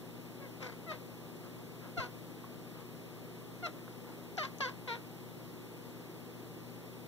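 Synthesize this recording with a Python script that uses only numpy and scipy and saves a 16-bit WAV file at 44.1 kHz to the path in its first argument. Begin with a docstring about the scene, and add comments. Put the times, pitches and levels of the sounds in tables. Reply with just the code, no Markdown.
"""A cat chattering on a bed

A cat chatters at something above it in eight short falling chirps, some clear, some cracking into
a rasp. Each is a train of vocal-fold pulses and breath, filtered by the throat and mouth. Its lips
click, its throat catches and pops, and fur rustles faintly on the bedding. An appliance hums in the
small soft room, and a close pair of microphones adds its own hiss and a brief knock and thud."""
import sys
import numpy as np
from scipy import signal
from scipy.fft import rfft, irfft
from scipy.io import wavfile

SR = 44100
rng = np.random.default_rng(int(sys.argv[2]) if len(sys.argv) > 2 else 0)


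def master_out(mix):
    """Clip the mix to full scale and print it as 16-bit PCM to the path in sys.argv[1]."""
    frames = np.transpose(np.atleast_2d(mix))
    ceiling = np.clip(frames, -1, 1)
    pcm = np.round(ceiling * 32767).astype(np.int16)
    wavfile.write(sys.argv[1], SR, pcm)


N = 311963
TIME = np.arange(N) / SR
FREQS = np.maximum(np.arange(N // 2 + 1) * SR / N, 1)


def from_db(db):
    """Amplitude ratio of a level in decibels."""
    return 10 ** (np.asarray(db) / 20)


def unit_rms(x):
    """Normalisation to unit mean power."""
    return x / np.sqrt(np.mean(x ** 2) + 1e-20)


def curve(points):
    """Interpolation of (Hz, value) points along a logarithmic frequency axis."""
    hz, value = np.transpose(points)
    return np.interp(np.log(FREQS), np.log(hz), value)


def pan(balance_db):
    """Constant-power panning: a positive balance favours the left."""
    gains = from_db(np.array([[.5], [-.5]]) * balance_db)
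    return gains / np.sqrt(np.mean(gains ** 2, axis=0))


def drift(t, per_s):
    """Random modulation of unit rms, gliding through per_s values a second."""
    knots = rng.standard_normal(1024)
    return unit_rms(np.interp((t - t[0]) * per_s, np.arange(len(knots)), knots))


def resonance(f, hz, width_hz):
    """Complex response of a damped oscillator, unity at its peak."""
    return 1 / (1 + 1j * (f * f - hz * hz) / (f * width_hz))


# Diffuse sound at the microphones. Each row: frequency in Hz, left-right correlation from -1 to 1.
COHERENCE = [(80, -.75), (140, -.2), (260, .2), (400, .55), (750, .75), (1200, 1), (1500, .85), (1800, 0),
             (2200, -.85), (2420, -1), (2650, -.85), (3150, -.1), (3620, 1), (4750, -1), (5750, .5),
             (6800, -.2), (9000, 0)]
# Its balance. Each row: frequency in Hz, left minus right in dB.
DIFFUSE_BALANCE = [(100, 2.5), (220, 2.5), (320, 0.5), (550, 2), (1100, 0), (1700, -1), (2420, -1),
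                   (3000, 2), (3620, -1), (4900, 1.5), (6700, 6.5), (9500, 2.5), (15000, 0)]

def diffuse(spectra):
    """Spatial coherence: sound from all sides reaches the pair in or out of phase, by frequency."""
    coherence = np.clip(curve(COHERENCE), -.995, .995)
    mid = np.sqrt((1 + coherence) / 2) * spectra[0]
    side = np.sqrt((1 - coherence) / 2) * spectra[1]
    return np.array([mid + side, mid - side]) * pan(curve(DIFFUSE_BALANCE))


# Room air and microphone hiss. Each row: frequency in Hz, relative spectral density in dB.
AIR_SPECTRUM = [(25, -28), (60, -16), (85, -10), (130, -4.5), (200, -3.5), (370, -1), (620, -9.5),
                (1000, -13), (1550, -19), (2300, -16), (3000, -20), (4500, -23), (7000, -29),
                (10000, -28.5), (15000, -25)]

def room_air(level_db=-49.5):
    """Stationary broadband noise: the rush of the room with thin hiss on top."""
    white = rfft(rng.standard_normal((2, N)))
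    return from_db(level_db) * unit_rms(irfft(diffuse(white) * from_db(curve(AIR_SPECTRUM)), N))


# Appliance tones. Each row: frequency in Hz, level in dB, left minus right in dB, waver from 0 to 1.
HUM_LINES = [(49.8, -81.5, 0, 0.2), (119.8, -58, 15.5, 0.08), (152.7, -65, 8, 0.26), (171.2, -60, 0, 0),
             (204, -72.5, 9, 0.37), (242.1, -58.5, 24.5, 0), (316.3, -65.5, -8, 0.9), (358.6, -64.5, -2, 0),
             (482, -66.5, 10, 0.36), (510, -72, -2, 1), (1186, -71.5, 6, 0)]

def appliance_hum(wavers_per_s=9):
    """A line spectrum from mains and motor, most lines wavering in amplitude and phase."""
    out = 0
    for hz, db, balance_db, waver in HUM_LINES:
        sway = 1 + waver * (drift(TIME, wavers_per_s) + 1j * drift(TIME, wavers_per_s))
        line = np.real(sway * np.exp(2j * np.pi * (hz * TIME + rng.random())))
        out = out + pan(balance_db) * from_db(db) * unit_rms(line)
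    return out


# A knock and a low thud, probably from the hand holding the microphones.
# Each row: centre in seconds, level in dB, frequency in Hz, Gaussian width in seconds.
KNOCK_AND_THUD = [(1.9808, -27.5, 370, .0011), (1.9935, -33, 115, .007)]

def bumps(balance_db=5):
    """Antiphase transients: a cycle or two pushes the microphones in opposite directions."""
    push = 0
    for centre, db, hz, width in KNOCK_AND_THUD:
        age = TIME - centre
        push = push + from_db(db) * np.exp(-.5 * (age / width) ** 2) * np.cos(2 * np.pi * hz * age)
    return pan(balance_db) * np.array([[1], [-1]]) * push


# The cat shifts on the bedding. Each row: centre in seconds, level in dB.
BEDDING_SWELLS = [(1.46, -56.5), (1.855, -53.5), (2.79, -57), (4.09, -56.5)]

def bedding_rustles(width_s=.03, hz=990, width_hz=1350):
    """Friction noise: fur brushes cloth in brief, dull swells."""
    swell = sum(from_db(db) * np.exp(-.5 * ((TIME - s) / width_s) ** 2) for s, db in BEDDING_SWELLS)
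    friction = rfft(rng.standard_normal(N)) * resonance(FREQS, hz, width_hz) ** 2
    return swell * unit_rms(irfft(friction, N))


# Nearby surfaces favour some pitches and swallow others, so gliding overtones flare and fade.
# Each row: frequency in Hz, bandwidth in Hz, gain in dB.
SURFACE_COLOUR = [(512, 40, 5.5), (537, 44, -15), (950, 46, -0.5), (998, 34, 1), (1050, 48, -2),
                  (1590, 35, 1.5), (1850, 69, -1)]
# First echoes from those surfaces. Each row: delay in seconds, gain in dB.
REFLECTIONS = [(.00293, -17), (.00551, -18), (.00658, -14)]
# Level difference of the cat's sound. Each row: frequency in Hz, left minus right in dB.
DIRECT_BALANCE = [(500, 6), (870, 5), (1200, 0.5), (1600, -8.5), (1950, 6), (2420, 20.5), (2850, 2.5),
                  (3600, 0), (4800, 4.5), (6700, 13), (10000, 41)]
# Its phase difference. Each row: frequency in Hz, lead of the left channel in cycles.
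DIRECT_LEAD = [(500, -.13), (700, -.03), (1200, 0), (1550, .06), (1780, .42), (2420, .5), (3620, 1),
               (4750, 1.5), (7000, 2.45)]

def bedroom(source, t60_s=.19, tail_db=-11, gap_s=.006, tail_top_hz=5000):
    """Convolution with the room: direct sound, early reflections and a tail dulled by the bedding."""
    bands = [1 + (from_db(db) - 1) * resonance(FREQS, hz, width) for hz, width, db in SURFACE_COLOUR]
    echoes = sum(from_db(db) * np.exp(-2j * np.pi * FREQS * delay) for delay, db in REFLECTIONS)
    right_lag = np.exp(2j * np.pi * curve(DIRECT_LEAD) * np.array([[0], [-1]]))
    early = np.prod(bands, axis=0) * (1 + echoes) * pan(curve(DIRECT_BALANCE)) * right_lag
    decay = from_db(-60 * np.minimum(TIME / t60_s, 10)) * (TIME > gap_s)
    tail = rng.standard_normal((2, N)) * decay / np.sqrt(np.sum(decay ** 2))
    dull = 1 / np.sqrt(1 + (FREQS / tail_top_hz) ** 2)
    return irfft(rfft(source) * (early + from_db(tail_db) * dull * diffuse(rfft(tail))), N)


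# Clicks, catches and pops.
# Each row: start in seconds, level before the low cut in dB, pitch in Hz, bandwidth in Hz.
MOUTH_AND_THROAT_CLICKS = [(0.918, -19, 1700, 1500), (2.442, -38, 1106, 90), (3.663, -34, 5500, 700),
                           (3.6706, -19, 1520, 1800), (3.88, -31.5, 1410, 800), (4.372, -34.5, 5600, 450),
                           (4.5853, -37, 6350, 450), (4.6054, -21, 805, 500)]

def mouth_and_throat_clicks(low_cut_hz=500):
    """Damped oscillations: small clicks of the lips, and catches and pops in the throat."""
    out = np.zeros(N)
    age = TIME[:SR // 20]
    for start_s, db, hz, width_hz in MOUTH_AND_THROAT_CLICKS:
        start = int(start_s * SR)
        ring = np.exp(-np.pi * width_hz * age) * np.sin(2 * np.pi * hz * age)
        out[start:start + len(age)] += from_db(db) * ring
    return signal.sosfilt(signal.butter(2, low_cut_hz, "high", fs=SR, output="sos"), out)


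SETTLE_S = .008  # time constant of a chirp's onset in level, pitch and rasp

def effort(age, attack, hold, release, db, sag_db, accent_db, swell_db=12.5, fade_db=7.5):
    """Amplitude envelope in dB: a swell, a sloping hold and a fade, plus an onset transient."""
    accent = accent_db * np.exp(-np.maximum(age, 0) / SETTLE_S)
    corners_db = db - np.array([swell_db, 0, sag_db, sag_db + fade_db])
    return accent + np.interp(age, np.cumsum([0, attack, hold, release]), corners_db)


def fold_motion(age, progress, attack, hz, fall_hz_per_s, overshoot_hz, crack_s, drop_hz, lift_hz,
                base_rough, break_s=.00065):
    """Register break: the gliding pitch drops abruptly, and a deeper drop makes the folds rougher."""
    settling = np.exp(-np.maximum(age, 0) / SETTLE_S)
    crack = np.tanh((age - crack_s) / break_s)
    dropped_hz = drop_hz * (1 + crack) / 2
    pitch = hz + overshoot_hz * settling - fall_hz_per_s * age - dropped_hz + lift_hz * progress ** 4
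    onset_rasp = .42 * settling * np.exp(-2 * attack / SETTLE_S)  # folds settle after a hard onset
    crack_rasp = .0039 * drop_hz * (1 - crack ** 2) + .0015 * dropped_hz  # some stays after the drop
    closing_rasp = .54 * progress ** 8  # the note runs out of air
    return pitch, np.clip(base_rough + onset_rasp + crack_rasp + closing_rasp, 0, 1)


def throat(f, formants, bottom_hz=350, top_hz=6700):
    """Formant filter: parallel resonances with deep valleys between, closed off above and below."""
    modes = 0
    for hz, db in formants:
        peak = resonance(f, hz, width_hz=380 + .06 * hz)
        modes = modes + from_db(db) * peak * np.abs(peak)
    return modes / np.sqrt((1 + (f / top_hz) ** 16) * (1 + (bottom_hz / f) ** 8))


def fold_pulses(phase, pitch, formants, effort_db, shut, lips_db, lips_hz=2420, smear_rad=.286):
    """Harmonic series of the vocal folds, weighted by throat and lips and held at constant power."""
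    k = np.arange(1, 19)[:, None]
    tilt_db = .23 * np.minimum(effort_db, 0) * np.log2(k)  # with less effort, overtones fade first
    muffle_db = lips_db / (1 + (lips_hz / (k * pitch)) ** 8)
    formant_scale = 1 - .095 * shut  # a nearly shut mouth resonates lower
    partials = throat(k * pitch / formant_scale, formants) * from_db(tilt_db + muffle_db)
    # The folds close gradually along their length, which smears each pulse.
    pulses = -np.real(partials * np.exp(1j * (k * phase - smear_rad * k * k))).sum(axis=0)
    return pulses / np.sqrt((np.abs(partials) ** 2).sum(axis=0) / 2)


def breath(phase, formants, sharpness=.58):
    """Modulated noise: the folds chop the air into puffs and, while open, damp the formants."""
    n = len(phase)
    f = np.maximum(np.arange(n // 2 + 1) * SR / n, 1)
    puffs = rng.standard_normal(n) * (1 + np.cos(phase)) ** 2
    return unit_rms(irfft(rfft(puffs) * np.abs(throat(f, formants)) ** sharpness, n))


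def fold_cycles(t, pitch, rough, chaos, quiver=.0045, jitter=.075, shimmer_db=4, doubling_rad=.66):
    """Jitter, shimmer and period doubling: phase and gain of folds that beat unevenly when rough."""
    pitch = pitch * (1 + quiver * drift(t, per_s=110))
    pitch = pitch * (1 + jitter * chaos * drift(t, per_s=500))
    phase = 2 * np.pi * np.cumsum(pitch) / SR
    alternation = doubling_rad * rough ** 2 * np.sin(phase / 2 + drift(t, per_s=58))
    shimmer = from_db(shimmer_db * chaos * (drift(t, per_s=500) - .5))
    return phase + alternation, shimmer


def chirp(row, formants, t, mouth_open_s=.0086, closed_lips_db=-8, gate_on_s=.0029, gate_off_s=.012):
    """Source-filter model: fold pulses and breath share one throat; roughness shifts power to breath."""
    start, attack, hold, release, db, sag_db, accent_db, parting_s, *note = row
    age = t - start
    length = attack + hold + release
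    level_db = effort(age, attack, hold, release, db, sag_db, accent_db)
    pitch, rough = fold_motion(age, np.clip(age / length, 0, 1), attack, *note)
    chaos = rough ** 1.5
    phase, shimmer = fold_cycles(t, pitch, rough, chaos)
    shut = np.exp(-np.maximum(age, 0) / mouth_open_s) + np.clip((age - attack - hold) / release, 0, 1)
    lips_db = closed_lips_db * np.clip(1 - age / parting_s, 0, 1)
    pulses = fold_pulses(phase, pitch, formants, level_db - db, shut, lips_db)
    air_share = .65 * chaos
    mix = np.sqrt(1 - air_share ** 2) * pulses + air_share * breath(phase, formants)
    gate = np.clip(1 + age / gate_on_s, 0, 1) * np.exp(-np.maximum(age - length, 0) / gate_off_s)
    return from_db(level_db) * gate * shimmer * mix


# The chirps. Each row: start, attack, hold and release in seconds; level, sag over the hold and onset
# accent in dB; lip parting time in seconds, pitch in Hz, fall in Hz per second, onset overshoot in Hz,
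# delay of the crack in seconds, drop at the crack in Hz, closing lift in Hz, base roughness from 0 to 1.
CHIRP_NOTES = [ (0.408, 0.02, 0.028, 0.022, -47.5, 1, 10, 0.14, 562, 645, 1.5, 0.049, 19, 2, 0.33),
               (0.606, 0.02, 0.036, 0.064, -40, 4.5, 5, .002, 529.6, 600, 1, 0.019, 1, -3, 0.79),
               (0.864, 0.045, 0.012, 0.0284, -37.5, 3, -4, 0.04, 700, 1785, -44, 0.063, 88, 53.5, 0.08),
               (1.9693, 0.007, 0.068, 0.017, -34.5, 5.5, -1.5, 0.0073, 711, 1950, 24.5, 0.0312, 110.5, 66.5, 0.17),
               (3.624, 0.0042, 0.038, 0.007, -38.5, -3.5, -9, 0.036, 728.5, 1690, 1.5, 0.042, 33, 2.5, 0.06),
               (4.376, 0.0023, 0.075, 0.0138, -33.5, 5, 1, 0.0079, 627.4, 705, 240.5, .055, 88, 100, 0.22),
               (4.604, 0.0018, 0.051, 0.039, -32, 3.5, -1.5, .002, 555, 930, 48, 0.048, 21.5, 103, 0.23),
               (4.875, 0.0008, 0.068, 0.017, -35, 4, -6, 0.0022, 483.7, 618, 50, 0.007, 0.5, 79, 0.26), ]
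# Throat and mouth resonances. Each row: one chirp's pairs of frequency in Hz and gain in dB.
FORMANTS = [
    [(550, 5), (1150, -7), (1650, -6), (2220, 0.5)],
    [(540, 4), (820, 5), (1300, 7.5), (2020, 8), (3150, -12), (3700, -20), (4500, -3), (5400, -19),
     (6600, -17)],
    [(640, 1.5), (1250, 3.5), (1950, 5.5), (2500, -1), (3150, -13), (3850, -5.5), (4400, -11), (5500, -19)],
    [(690, 1.5), (1050, 1.5), (1430, 1.5), (2080, -4.5), (2650, -3.5), (3450, -15), (4250, -5.5),
     (5850, -15)],
    [(690, -2), (1360, 0.5), (2100, -3), (2720, -6), (3420, -19), (4120, -7), (5600, -17)],
    [(760, 0), (1180, 3.5), (1820, 3), (2400, -5.5), (2950, -5.5), (3650, -10), (4450, -4), (5900, -15)],
    [(520, -4.5), (1090, 0.5), (1620, 1), (2100, -4), (2800, -7), (3350, -7), (4580, -5), (6000, -15)],
    [(480, -1.5), (950, 2.5), (1430, -2), (1900, 2), (2340, 1.5), (3400, -6), (3930, -1.5), (5200, -19)],
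]

def cat_voice(lead_s=.02):
    """Phonation in short bursts: each chirp has its own mouth shape and a quarter-second span."""
    out = np.zeros(N)
    for row, formants in zip(CHIRP_NOTES, FORMANTS):
        start = int((row[0] - lead_s) * SR)
        span = slice(start, start + SR // 4)
        out[span] += chirp(row, formants, TIME[span])
    return out


def scene():
    """Superposition: the cat in its room, over bumps, hum and air."""
    cat = cat_voice() + mouth_and_throat_clicks() + bedding_rustles()
    return bedroom(cat) + bumps() + appliance_hum() + room_air()


def notches(rows):
    """Band-stop filters in cascade: the gain vanishes at each centre frequency."""
    return np.prod([np.abs(1 - resonance(FREQS, hz, width)) for hz, width in rows], axis=0)


# Nulls in the sum of the microphones. Each row: frequency in Hz, bandwidth in Hz.
MID_NULLS = [(2440, 560), (4760, 320)]
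# Nulls in their difference. Each row: frequency in Hz, bandwidth in Hz.
SIDE_NULLS = [(1250, 250), (3660, 200)]

def record(dry, cutoff_hz=15600):
    """Destructive interference: the pair's sum and difference cancel in turn; the top is cut steeply."""
    left, right = rfft(dry)
    mid = (left + right) / 2 * notches(MID_NULLS)
    side = (left - right) / 2 * notches(SIDE_NULLS)
    return irfft(np.array([mid + side, mid - side]) / np.sqrt(1 + (FREQS / cutoff_hz) ** 300), N)


dry = scene()
out = record(dry)
master_out(out)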